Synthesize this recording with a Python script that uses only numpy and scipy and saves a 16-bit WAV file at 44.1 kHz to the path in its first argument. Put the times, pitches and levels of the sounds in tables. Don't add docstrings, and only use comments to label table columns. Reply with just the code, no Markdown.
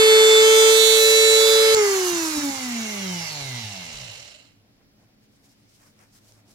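import sys
import numpy as np
from scipy import signal
from scipy.fft import rfft, irfft
from scipy.io import wavfile
from scipy.ndimage import uniform_filter1d

SR = 44100
rng = np.random.default_rng(int(sys.argv[2]) if len(sys.argv) > 2 else 0)


def transcribe(signal):
    frames = np.atleast_2d(signal).T
    limited = np.clip(frames, -1, 1)
    pcm = np.round(limited * 32767).astype(np.int16)
    wavfile.write(sys.argv[1], SR, pcm)


N = 288414
T = np.arange(N) / SR

MAINS_HZ, PORT_LAG_S = 60, 0.00021
SWITCH_OFF_S, SWITCH_SETTLED_S = 1.747, 1.768
LAID_DOWN_S, BENCH_CONTACT_S = 2.5, 0.0045
POSE_WANDER_DB, POSE_WANDER_HZ = 1.3, 5

# (time [s], speed [turns per s])
SPEED = [(0, 438), (.4, 438.2), (.52, 441), (.8, 443), (.95, 443), (1.1, 442), (1.43, 442.3), (1.747, 441)]
# (pitch [Hz], share [0-1])
PAN_SHARE = [(300, 0.24), (700, 0.28), (1400, 0.4), (2800, 1), (5600, 0.54), (10000, 0.62), (14000, 0.36)]
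# (pitch [Hz], gain [dB])
LEFT_PATH = [(400, 3.5), (700, 2.5), (1000, 2.5), (1400, 0), (2200, -3.5), (2800, 1.5), (3200, -1),
             (3500, -9.5), (3850, -0.5), (4400, 1), (6000, -5.5), (9000, -1)]


def from_db(db):
    return 10 ** (np.asarray(db) / 20)


def rms_one(x):
    return x / np.sqrt(np.mean(x ** 2) + 1e-20)


def in_time(rows):
    s, *columns = np.transpose(rows)
    return [np.interp(T, s, column) for column in columns]


def at_hz(points, hz):
    table_hz, values = np.array(points)[:, 0], np.array(points)[:, 1]
    return np.interp(np.log(hz), np.log(table_hz), values)


def drift(rate, size=N):
    step = 40
    r = np.exp(-2 * np.pi * step * rate / SR)
    noise = rng.standard_normal(N // step + 2002)
    slow = signal.lfilter([1], [1, -2 * r, r * r], noise)[2000:]
    return np.interp(np.arange(size) / step, np.arange(len(slow)), rms_one(slow))


def bell(s, length):
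    return np.exp(-.5 * ((T - s) / (length / 2)) ** 2)


def ring(x, hz, t60):
    r, w = from_db(-60 / (t60 * SR)), 2 * np.pi * hz / SR
    return signal.lfilter([0, np.sin(w)], [1, -2 * r * np.cos(w), r * r], x + 1e-18)


def peak(x, hz, width):
    r = np.exp(-np.pi * width / SR)
    top = (1 - r * r) / 2 * np.array([1, 0, -1])
    return signal.lfilter(top, [1, -2 * r * np.cos(2 * np.pi * hz / SR), r * r], x)


def coloured(x, spectrum):
    hz = np.maximum(np.fft.rfftfreq(N, 1 / SR), 1)
    return irfft(rfft(x) * from_db(at_hz(spectrum, hz)), N)


def bands(spectrum, likeness, patchy_db, tilt):
    out, edges = 0, 22 * 2 ** np.arange(0, 9.7, .4)
    white = rng.standard_normal((2, 2, N))
    for k, (low, high) in enumerate(zip(edges, edges[1:])):
        band = signal.butter(2, [low, high], "band", fs=SR, output="sos")
        mid, side = signal.sosfilt(band, white[k % 2])
        hz = np.sqrt(low * high)
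        alike = np.clip(likeness(hz), -1, 1)
        pair = np.sqrt(1 + alike) * mid + np.sqrt(1 - alike) * side * [[1], [-1]]
        level_db = at_hz(spectrum, hz) + patchy_db * drift(19.0) + tilt(hz)
        out = out + from_db(level_db) * pair
    return out


def late(x):
    return np.interp(T - PORT_LAG_S, T, x)


def two_ports(x, pan_db):
    return np.array([late(x) * from_db(pan_db / 2), x * from_db(-pan_db / 2)])


def apart(pair, pan_db):
    left = late(coloured(pair[0], LEFT_PATH))
    return np.array([left * from_db(pan_db / 2), pair[1] * from_db(-pan_db / 2)])


def in_pose(levels_db):
    # (middle of the change [s], length [s])
    pose_changes = [(0.438, 0.13), (0.738, 0.11), (0.99, 0.066), (1.383, .064), (1.57, 0.089)]
    s = [edge for mid, length in pose_changes for edge in (mid - length / 2, mid + length / 2)]
    return np.interp(T, s, np.repeat(levels_db, 2)[1:-1])


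def shell(x):
    # (pitch [Hz], width [Hz], gain [dB] before the fade-in)
    shell_modes = [(666, 250, 8), (825, 56, 2.5), (2160, 170, 6.5), (2730, 640, 11.5), (3740, 960, 2),
                   (4780, 100, 3), (5480, 230, 7), (6560, 220, -7.5)]
    rings = sum(from_db(level_db) * peak(x, hz, width) for hz, width, level_db in shell_modes)
    lying = np.clip((T - LAID_DOWN_S) / .3, .2, 1)
    return (1 - .5 * lying) * x + lying * rings


def thin_out(x):
    # (pitch [Hz], width [Hz], share removed [0-1])
    narrow_dips = [(1400, 300, 0), (1854, 100, .5), (2540, 170, 0.7), (3000, 95, 0.4), (3390, 250, 0.2)]
    for hz, width, share in narrow_dips:
        x = x - np.clip(share, 0, 1) * peak(x, hz, width)
    return x


def rotor_speed():
    balance_hz, drag_per_s = 404.5, .29103
    field_brake_hz, field_dies_s = 8.5, .0628
    powered, off = in_time(SPEED)[0], np.maximum(T - SWITCH_OFF_S, 0)
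    start = np.arctan((SPEED[-1][1] - field_brake_hz) / balance_hz)
    coasting = balance_hz * np.tan(start - drag_per_s * off) + field_brake_hz * np.exp(-off / field_dies_s)
    return uniform_filter1d(np.where(off > 0, np.maximum(coasting, 1), powered), size=400)


def bench_gain(hz):
    # (pitch [Hz], width [Hz], gain [dB])
    bench_modes = [(110, 2.4, 3), (122.6, 22, 8), (179, 23, 3.5), (227.5, 23, -1.5), (279, 3.4, -24),
                   (390, 55, -9), (600, 300, -11), (955, 32, 17.5)]
    # (pitch [Hz], width [Hz])
    bench_nulls = [(90, 11), (114, 2.2), (158, 3.3), (263, 7.5), (335, 45), (480, 22)]
    total = 0
    for mode, width, level_db in bench_modes:
        damping = 1j * hz * width
        total = total + from_db(level_db) * damping / (mode ** 2 - hz ** 2 + damping)
    dips = [1 - 0.66 * np.exp(-((hz - null) / width) ** 2) for null, width in bench_nulls]
    return np.abs(total) * np.prod(dips, axis=0)


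def unbalance(turns_hz, angle):
    # (time [s], level [dB])
    in_hand = [(0, -13), (.14, -11.5), (.7, -13), (.84, -17), (1.3, -16), (1.74, -15.5), (1.81, -16),
               (1.89, -20.5), (2.11, -25), (2.28, -28), (2.33, -32), (2.37, -25.5), (2.42, -31.5),
               (2.44, -24.5), (2.5, -26)]
    # (multiple, level against the unbalance tone [dB])
    free_multiples = [(2, -17.5), (3, -14)]
    # (multiple, level at 200 turns per s [dB], rise per octave of speed [dB])
    on_bench = [(1, -33.5, 14), (2, -39, 8.5), (3, -37.5, 12.5)]
    off = np.clip((T - SWITCH_OFF_S) / 0.0021, 0, 1)
    lying = np.clip((T - LAID_DOWN_S) / BENCH_CONTACT_S, 0, 1)
    first = from_db(in_time(in_hand)[0])
    held = [first]
    for _, free_db in free_multiples:
        held.append(off * first * from_db(free_db + POSE_WANDER_DB * drift(POSE_WANDER_HZ)))
    low = 0
    for k, (hand, (_, level_db, octave_db)) in enumerate(zip(held, on_bench), start=1):
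        bench = from_db(level_db + octave_db * np.log2(turns_hz / 200)) * bench_gain(k * turns_hz)
        low = low + ((1 - lying) * hand + lying * bench) * np.sin(k * angle)
    return np.sqrt(2) * low


def ripple_tone(angle):
    tone_db = (-36.5, -35, -38, -33, -30, -30)
    tone_pan_db = (-1, -4.5, -10, -8.5, -0.5, -1)
    on = np.clip((SWITCH_OFF_S - T) / 0.0021, 0, 1)
    tone = np.sin(angle + 4 * np.pi * MAINS_HZ * T)
    return two_ports(np.sqrt(2) * on * from_db(in_pose(tone_db)) * tone, in_pose(tone_pan_db))


def powered_whine(angle, pan_db):
    # (multiple, level in each of six poses [dB], left minus right in each of six poses [dB])
    slot_rows = [(2, -40, -37.5, -44.5, -50.5, -46.5, -49.5, -6, -5, -8, 0, 10, 12),
                 (3, -36.5, -35.5, -41.5, -39.5, -35.5, -39.5, -7, -11, -10.5, 3, 8, 11),
                 (4.0, -42, -38, -41.5, -36.5, -47.0, -37.5, -15, -5.5, 2, 4.0, 21, -2.5),
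                 (5.0, -28.5, -30, -30, -30.5, -37.5, -34, -5, -2.5, -1.5, -2.5, -6.5, -4.5),
                 (6.0, -38.5, -38.5, -38.5, -31, -38, -42, -10.5, -13.5, -9, -2, -7.5, -17),
                 (7.0, -35.5, -36.5, -36.5, -41, -44, -35.5, 3.5, 9.5, -5.5, 2.5, -7.5, -7),
                 (8.0, -23.5, -26.5, -34.5, -34.0, -30.5, -44.5, 1.0, 0.0, -17.5, -6, -4.5, -9),
                 (9.0, -36.5, -35.5, -27.5, -25.5, -33, -31.5, -8, -5.5, -7, -4, -9, -8.5),
                 (10.0, -31, -39, -41, -41.5, -38.5, -39, -3.0, -6.5, -12.5, -10, -8.5, -1.5),
                 (11.0, -38, -38.5, -45, -45.5, -35.5, -37, -5.5, 1.5, -10.0, -8.5, -8, 3.0),
                 (12.0, -44.5, -44.5, -49.0, -46, -44.5, -43.5, -0.5, -0.5, -6, -9.5, -8.5, -10),
                 (13.0, -49.5, -42.5, -40.0, -40, -42.5, -45, -3.5, -8.5, -11.5, -8.5, -3.5, 0),
                 (14.0, -42, -38, -40.5, -39, -44, -38.0, -15.5, -13.5, -14.5, -12.5, -6.5, -6.5),
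                 (15.0, -46, -40, -39.5, -42.5, -43.5, -46, -4.5, -17, -21.5, -14, -19.5, -14),
                 (16.0, -41.5, -38.5, -43.5, -35.5, -39, -45, -14.5, -17.5, -3.5, -12, -13.5, -6.5),
                 (17.0, -35, -40.5, -36.5, -36.5, -44, -38, -12.0, -15, -4.5, -11.5, -13.5, -12),
                 (18.0, -45, -45, -34.5, -40, -40.5, -47.0, 6.5, -7.5, -6.5, 0.5, -8.5, 2),
                 (19.0, -43.5, -38, -41, -37.5, -50, -50, -7.5, -10.0, -6.5, -2.5, -8.5, -2.5)]
    # (multiple, level [dB])
    other_multiples = [(20, -32), (22, -30), (25, -34), (30, -38), (35, -41)]
    # (multiple, lower side tone in each of six poses [dB], upper side tone in each of six poses [dB])
    side_rows = [(7.0, -12, -15.5, -8, -16, -10.5, -14.5, -12, -3.0, 0.5, -6.5, -6, -11.0),
                 (8.0, -20, -9.5, -6, -8.5, -4.5, 3.5, -14, -14.5, -2, -7, -7.5, -2),
                 (9.0, -12, -9, -11, -13, -8.0, -19, -7, -5.5, -12.5, -14.5, -13, -12.5),
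                 (10.0, -18.5, -1.0, 2.5, -2.5, -8.5, -3.5, -19.5, -5, -9, -5, -5, -10.5),
                 (11.0, -11.5, -3, -3, 5, -4.5, -13.5, -16, -8.0, -9.5, -7.5, -14.5, -6)]
    path_wander_rad, path_wander_db = .05, 1
    size = round(SWITCH_OFF_S * SR)
    ripple = 4 * np.pi * MAINS_HZ * T[:size]
    turn = np.array([late(angle), angle])[:, :size]
    slots = {round(row[0]): (in_pose(row[1:7])[:size], in_pose(row[7:])[:size]) for row in slot_rows}
    sides = {round(row[0]): [in_pose(row[1:7])[:size], in_pose(row[7:])[:size]] for row in side_rows}
    out = np.zeros((2, N))
    for k in range(2, 36):
        if k in slots:
            level_db, lean_db = slots[k]
        else:
            level_db = at_hz(other_multiples, k) - 14
            lean_db = at_hz(PAN_SHARE, k * SPEED[0][1]) * pan_db[:size]
        level_db = level_db + POSE_WANDER_DB * drift(POSE_WANDER_HZ, size=size)
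        lean = np.outer([1, -1], drift(2.2, size=size))
        turned = path_wander_rad * k * lean + rng.uniform(0, path_wander_rad * k)
        start, low_start, high_start = rng.uniform(0, 2 * np.pi, size=3)
        phase = k * turn + start + .005 * k * drift(12, size=size) + turned
        usual_db = 20 * np.log10(min(k / 9, 1) ** 2 * max(k / 14, 1)) + np.array([[-9], [-13]])
        side_wander = np.array([drift(3.5, size=size), drift(0.99, size=size)])
        below, above = from_db(sides.get(k, usual_db) + 0.75 * side_wander)
        line = np.sin(phase)
        line = line + below * np.sin(phase - ripple + low_start + 0.44 * lean)
        line = line + above * np.sin(phase + ripple + high_start - 1.4 * lean)
        port_db = path_wander_db * lean + np.outer([.5, -.5], lean_db)
        out[:, :size] += from_db(level_db + port_db) * line
    return out * from_db(7.5)


def colour_db(hz, bright_db, body_db):
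    treble = (bright_db + 17.5) * np.clip(np.log2(hz / 5000), 0, 1)
    return treble + body_db * np.clip(np.log2(4500 / hz), 0, 1)


def air_rush(angle, rush_db, bright_db, body_db, pan_db):
    # (pitch [Hz], relative level per Hz [dB])
    rush_colour = [(100, -47.5), (200, -27), (400, -13.5), (600, -23), (900, -9.5), (1400, -5.5),
                   (2100, -6), (3000, -13.5), (4200, -5), (5700, -12.5), (7300, -0.5), (8200, -15.5),
                   (12000, -19.5), (15900, -30)]
    # (pitch [Hz], left-right likeness [0-1])
    rush_likeness = [(60, 0.16), (180, 1), (550, 1), (1650, 0.29), (4970, 0.27), (15000, 0.059)]

    def tilt(hz):
        lean_db = at_hz(PAN_SHARE, hz) * np.outer([.5, -.5], pan_db)
        return colour_db(hz, bright_db, body_db) + lean_db

    left, right = bands(rush_colour, lambda hz: at_hz(rush_likeness, hz), 1.6, tilt)
    coasting = np.clip((T - SWITCH_OFF_S) / 0.31, 0, 1)
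    left = left + coasting * (coloured(left, LEFT_PATH) - left)
    noise = np.array([late(left), right])
    noise = thin_out(.5 * (noise + shell(noise)))
    return from_db(rush_db - 3) * rms_one(noise) * (1 + .18 * np.sin(angle))


def room_tone():
    # (pitch [Hz], relative level per Hz [dB])
    room_colour = [(20, -10.5), (60, -17.5), (110, -13), (200, -11), (300, -16.5), (600, -22),
                   (1000, -29.5), (2200, -27), (3000, -29.5), (5500, -28.5), (7200, -41), (15800, -33)]
    # (pitch [Hz], level [dB], width [Hz])
    hum_lines = [(106.6, -71, 1), (122, -80, 6.2), (213, -69, 4), (284, -71, 6.9)]
    # (time [s], added level [dB])
    hum_swell = [(0, 11), (1.0, 4.5), (1.5, 11.5), (2.3, 21.5), (3.0, 16), (3.6, 12), (4.5, 8), (5.6, 4),
                 (5.75, 1), (6.54, 5.5)]
    noise = rms_one(bands(room_colour, lambda hz: 1 - 0.21 * np.log2(hz / 40), 1.2, lambda hz: 0))
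    swell_db, = in_time(hum_swell)
    hum = 0
    for hz, level_db, width in hum_lines:
        line = rms_one(ring(rng.standard_normal(N), hz, 2.2 / width))
        hum = hum + from_db(level_db + swell_db * (hz < 150)) * line
    return from_db(-61.5) * noise + hum


def knocks():
    # (time [s], relative peak [dB], 1 = on the knife)
    clicks = [(1.7474, -21, 0), (1.7487, -31, 0), (1.768, -29, 0), (5.991, -48, 1), (6.322, -39, 1)]
    # (pitch [Hz], relative level [dB], time to fall 60 dB [s])
    switch_rings = [(4430, 6.5, 0.012), (7170, 19.5, .006), (10000, 6, 0.0029), (1800, -15.5, .01)]
    # (pitch [Hz], relative level [dB], time to fall 60 dB [s])
    knife_rings = [(5400, -3.5, 0.004), (6000, -2, 0.0045), (7500, -14, .003), (11000, -15, .002)]
    # (time [s], relative peak [dB], pitch [Hz])
    thuds = [(1.77, -53, 148), (2.13, -39, 194), (2.38, -25.5, 277), (2.51, -36, 222), (3.42, -46, 44.7),
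             (3.95, -45, 49)]
    out = np.zeros(N)
    for s, peak_db, on_knife in clicks:
        for hz, level_db, t60 in (knife_rings if on_knife > .5 else switch_rings):
            hit = np.zeros(N)
            hit[round(s * SR) + rng.integers(0, 12)] = from_db(peak_db + level_db + 1.0)
            out += ring(hit, hz, t60)
    for s, peak_db, hz in thuds:
        push = from_db(peak_db - 30.0) * np.exp(-((T - s) / 0.014) ** 2) * rng.standard_normal(N)
        out += ring(push, hz, 28.0 / hz)
    return out


def coasting_whine(turns_hz, angle, rush_db):
    # (multiple, relative level [dB])
    multiples = [(4, 3), (7, 1), (10, 0), (14, 1), (17, 2), (19, 0), (24, -1), (29, 3), (33, 2), (36, 0),
                 (40, -3), (48, -3), (65, -9), (100, -16)]
    # (pitch [Hz], gain [dB])
    whine_colour = [(300, -19), (600, -16.5), (900, -10.5), (1400, -15.5), (2100, -5.5), (3000, -11),
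                    (4200, -7.5), (5700, -4.5), (7300, 0.5), (8200, -21), (15900, -24)]
    swell_db, swell_hz = 2.8, 7
    out, circle = np.zeros((2, N)), np.linspace(0, 4 * np.pi, 8193)
    groups = [np.arange(4 + k, 40, 9) for k in range(9)]
    groups += [np.arange(40, 66), np.arange(66, 101), np.arange(3.5, 8), np.arange(8.5, 14)]
    for group in groups:
        audible = np.clip(2.5 - group[-1] * turns_hz / 10000, 0, 1)
        if group[0] % 1:
            audible = from_db(-4.5) * np.clip((T - LAID_DOWN_S) / BENCH_CONTACT_S, 0, 1)
        place = (angle + .004 * drift(10)) % (4 * np.pi)
        for port in range(2):
            heights = from_db(at_hz(multiples, group) + rng.normal(0, 1.5, len(group)))
            starts = rng.uniform(0, 2 * np.pi, (len(group), 1))
            pattern = heights @ np.sin(np.outer(group, circle) + starts)
            swell = from_db(swell_db * drift(swell_hz))
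            out[port] += audible * swell * np.interp(place, circle, pattern)
    out = thin_out(shell(coloured(out, whine_colour)))
    even = out / np.sqrt(np.abs(uniform_filter1d(out ** 2, size=12000)) + 1e-9)
    slowing = np.clip((turns_hz - 30) / 90, 0, 1)
    level_db = rush_db - 6.5 + np.clip((300 - turns_hz) / 50, 0, 3)
    return even * slowing * from_db(level_db) * np.clip((T - SWITCH_OFF_S) / .004, 0, 1)


def swells(angle):
    # (middle [s], length [s], multiple, level before wavering and left-right shares [dB])
    swell_rows = [(1.81, 0.06, 16, -42.0), (1.82, 0.09, 10, -44.0), (1.83, 0.12, 4, -38.0),
                  (1.83, 0.12, 9, -44.0), (1.85, 0.15, 5, -36.0), (1.87, 0.18, 12, -42.0),
                  (1.87, 0.18, 17, -47.0), (1.88, 0.21, 15, -41.0), (1.9, 0.24, 7, -39.0),
                  (1.96, 0.36, 14, -43.0), (1.97, 0.15, 19, -45.0), (2.0, 0.45, 11, -47.0),
                  (2.06, 0.03, 12, -45.0), (2.06, 0.09, 5, -46.0), (2.08, 0.12, 10, -47.0),
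                  (2.12, 0.15, 16, -43.0), (2.15, 0.15, 18, -41.0), (2.15, 0.39, 8, -43.0),
                  (2.18, 0.15, 17, -39.0), (2.21, 0.09, 21, -48.0), (2.23, 0.12, 12, -46.0),
                  (2.3, 0.21, 4, -47.0), (2.33, 0.39, 19, -48.0), (2.38, 0.12, 18, -43.0),
                  (2.41, 0.18, 13, -46.0), (2.45, 0.3, 3, -46), (2.59, 0.12, 18, -46.0),
                  (2.6, 0.2, 21, -49), (2.63, 0.21, 8, -48.0), (2.7, 0.1, 9, -46), (2.74, 0.3, 17, -47.0),
                  (2.85, 0.3, 18, -50), (2.87, 0.2, 29, -48), (2.87, 0.21, 10, -46.0),
                  (2.95, 0.15, 27, -48), (3.0, 0.35, 2, -42), (3.02, 0.14, 11, -44), (3.05, 0.15, 30, -49),
                  (3.11, 0.27, 17, -47.0), (3.13, 0.12, 12, -48), (3.15, 0.2, 21, -50),
                  (3.15, 0.2, 31, -49), (3.16, 0.48, 4, -49.0), (3.19, 0.18, 5, -49.0),
                  (3.22, 0.12, 33, -47.0), (3.25, 0.1, 35, -48), (3.26, 0.1, 18, -47),
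                  (3.26, 0.12, 13, -49), (3.3, 0.2, 6, -52), (3.3, 0.2, 14, -50), (3.38, 0.22, 29, -50),
                  (3.35, 0.25, 32, -51), (3.37, 0.36, 28, -50.0), (3.43, 0.36, 30, -50.0),
                  (3.45, 0.25, 5, -53), (3.5, 0.1, 16, -49), (3.5, 0.25, 31, -50), (3.56, 0.2, 34, -49),
                  (3.22, .15, 31, -49), (3.62, 0.21, 27, -54.0), (3.7, 0.2, 8, -54), (3.7, 0.25, 7, -56),
                  (3.42, .2, 27, -51), (3.6, .14, 33, -51), (4.0, .15, 40, -58), (3.2, .2, 28, -49),
                  (3.24, .16, 29, -49), (3.72, 0.12, 28, -53), (4.05, 0.15, 45, -58)]
    right_share = 0.67
    out = np.zeros((2, N))
    waver = from_db(2.5 * np.array([drift(18), drift(18)]) - 1)
    share = 2 * np.array([[1 - right_share], [right_share]])
    all_starts = rng.uniform(0, 2 * np.pi, (len(swell_rows), 2, 1))
    for (s, length, k, level_db), starts in zip(swell_rows, all_starts):
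        begin, end = round(max(s - length, SWITCH_SETTLED_S) * SR), round((s + length) * SR)
        near = slice(begin, end)
        flat_top = np.exp(-((T[near] - s) / (.6 * length)) ** 4)
        height = np.sqrt(2) * from_db(level_db) * flat_top
        shift = 900 * round(k)
        tone = np.sin(round(k) * angle[near] + starts)
        out[:, near] += share * height * waver[:, begin + shift:end + shift] * tone
    return np.array([coloured(out[0], LEFT_PATH), out[1]])


def rattle(turns_hz, angle):
    # (time [s], level [dB])
    rattle_level = [(2.5, -52), (2.9, -62), (3.3, -55), (3.65, -59), (3.8, -51), (3.9, -43), (4.1, -43),
                    (4.3, -49.5), (4.36, -50.5), (4.42, -55), (4.53, -69), (4.6, -79)]
    # (pitch [Hz], width [Hz], relative level [dB])
    bearing_modes = [(583, 108, 1), (850, 580, -11.5), (2190, 220, -4.5), (2880, 400, 6.5),
                     (3560, 420, -2.5), (3950, 440, 0), (5600, 1400, -10), (6950, 560, -4)]
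    # (time at the peak [s], length [s], level [dB], pitch [Hz], width [Hz])
    seat_ring = (3, -0.07, -43, 2870, 160)
    likeness = 0.34
    rate = 13 * (turns_hz + 60) * (1 + .3 * np.sin(angle))
    hits = rng.random((3, N)) < rate / SR
    heights = from_db(2.2 * np.minimum(rng.exponential(1, (3, N)), 4))
    both, *own = hits * heights * rng.choice([-1, 1], (3, N))
    ticks = np.sqrt(likeness) * both + np.sqrt(1 - likeness) * np.array(own)
    rings = 0
    for hz, width, level_db in bearing_modes:
        rings = rings + from_db(level_db) * peak(peak(ticks, hz, 2 * width), hz, 2 * width)
    even = rings / np.sqrt(uniform_filter1d(rings ** 2, size=16000) + 1e-12)
    s, length, seat_db, seat_hz, seat_width = seat_ring
    seat = rms_one(peak(peak(ticks, seat_hz, seat_width), seat_hz, seat_width))
    seat = from_db(seat_db) * bell(s, length) * seat
    return seat + from_db(in_time(rattle_level)[0]) * (T > LAID_DOWN_S) * even


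def grips():
    # (time at the peak [s], length [s], peak level [dB])
    shifts = [(4.655, 0.092, -72.5), (4.807, .04, -68), (5.022, 0.044, -64), (5.098, 0.027, -70),
              (5.46, 0.11, -73), (6.295, 0.12, -67.5), (6.476, 0.1, -67.5)]
    dull = signal.butter(2, [330, 820], "band", fs=SR, output="sos")
    noise = signal.sosfilt(dull, rng.standard_normal(N))
    return sum(from_db(peak_db) * bell(s, length) for s, length, peak_db in shifts) * rms_one(noise)


def cloth():
    # (time at the peak [s], length [s], peak level [dB], relative low share [dB])
    strokes = [(4.8, 0.04, -78, 15.5), (5.023, 0.056, -71.5, 8.5), (5.24, .04, -70, -3.5),
               (5.356, 0.089, -69, -5), (5.452, 0.029, -61, -17), (5.51, 0.045, -65, -3),
               (5.598, 0.036, -72, -14.5), (5.718, 0.067, -66, -11), (5.76, 0.028, -65.5, -16.5),
               (5.848, 0.076, -60, 9.5), (6.02, 0.069, -61.5, 13), (6.162, 0.047, -58, 1.5),
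               (6.286, 0.052, -57.5, -16), (6.34, .03, -66, -8), (6.383, 0.046, -65.5, 12),
               (6.515, 0.06, -61, -2)]
    s, length, peak_db, low_db = np.transpose(strokes)[:, :, None]
    bells = from_db(peak_db) * bell(s, length) * from_db(1.5 * drift(45.0))
    grains = from_db(3.5 * np.minimum(rng.exponential(1, (2, N)), 5)) * rng.standard_normal((2, N))
    grains = grains + 0.041 * grains[::-1]
    fine = signal.sosfilt(signal.butter(1, [2800, 9000], "band", fs=SR, output="sos"), grains)
    fine = fine + from_db(-8 + 5.1 * drift(7.8)) * peak(fine, 5300, 1400)
    coarse = signal.sosfilt(signal.butter(2, [350, 2800], "band", fs=SR, output="sos"), grains)
    rustle = from_db(-78 + 3.9 * drift(8.0)) * np.clip((T - 5.4) / .1, 0, 1)
    low_bells = (from_db(low_db - 9.5) * bells).sum(0)
    return (bells.sum(0) + rustle) * rms_one(fine) + low_bells * rms_one(coarse)


def scene():
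    # (time [s], air rush before later trims [dB], rush brightness, neutral at -17.5 [dB],
    # low body [dB], left minus right [dB])
    tool_course = [(0.0, -24, -25.5, 7.5, -5.5), (0.33, -17.5, -18, 1.5, 0), (0.64, -21, -10.5, 2, -9),
                   (0.97, -24, -0.5, 2, -9), (1.18, -23.5, -7.5, 1.5, -12), (1.41, -22.5, -11, 3.5, -10.5),
                   (1.67, -19.5, -20, 1, -8), (1.86, -22.5, -10.5, 3, -3), (2.24, -24.5, -10, 0.5, -3.5),
                   (2.7, -31, -9, 2.5, -2), (3.23, -33, -9, 1.5, -2), (3.83, -34, -17, -4, -3),
                   (4.28, -40.5, -20, -6, -6.5), (4.42, -53.5, -22, -1, -7), (4.52, -60.5, -21, 0, -6),
                   (4.6, -78, -17.5, -2, -4)]
    turns_hz = rotor_speed()
    rush_db, bright_db, body_db, pan_db = in_time(tool_course)
    angle = 2 * np.pi * np.cumsum(turns_hz) / SR
    stopped = np.clip((4.75 - T) / 0.13, 0, 1)
    between = (T > SWITCH_OFF_S + .002) & (T < SWITCH_SETTLED_S)
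    dip = uniform_filter1d(1. * between, size=200)
    whole_dip_db, low_extra_dip_db = -2.1, -1.4
    low_tone = from_db(low_extra_dip_db * dip) * unbalance(turns_hz, angle)
    tool = two_ports(low_tone, 0.083 * pan_db) + ripple_tone(angle) + powered_whine(angle, pan_db)
    tool = tool + air_rush(angle, rush_db, bright_db, body_db, pan_db)
    coasting = coasting_whine(turns_hz, angle, rush_db) + rattle(turns_hz, angle)
    tool = tool + apart(coasting, 0.89 * pan_db) + swells(angle)
    tool = tool * from_db(whole_dip_db * dip) * stopped
    return tool + two_ports(knocks(), -1.5) + grips() + cloth() + room_tone()


def record(dry):
    rounded = .95 * np.tanh(dry / .95)
    return signal.sosfilt(signal.ellip(12, .3, 70, 15900, fs=SR, output="sos"), rounded)


dry = scene()
out = record(dry)
transcribe(out)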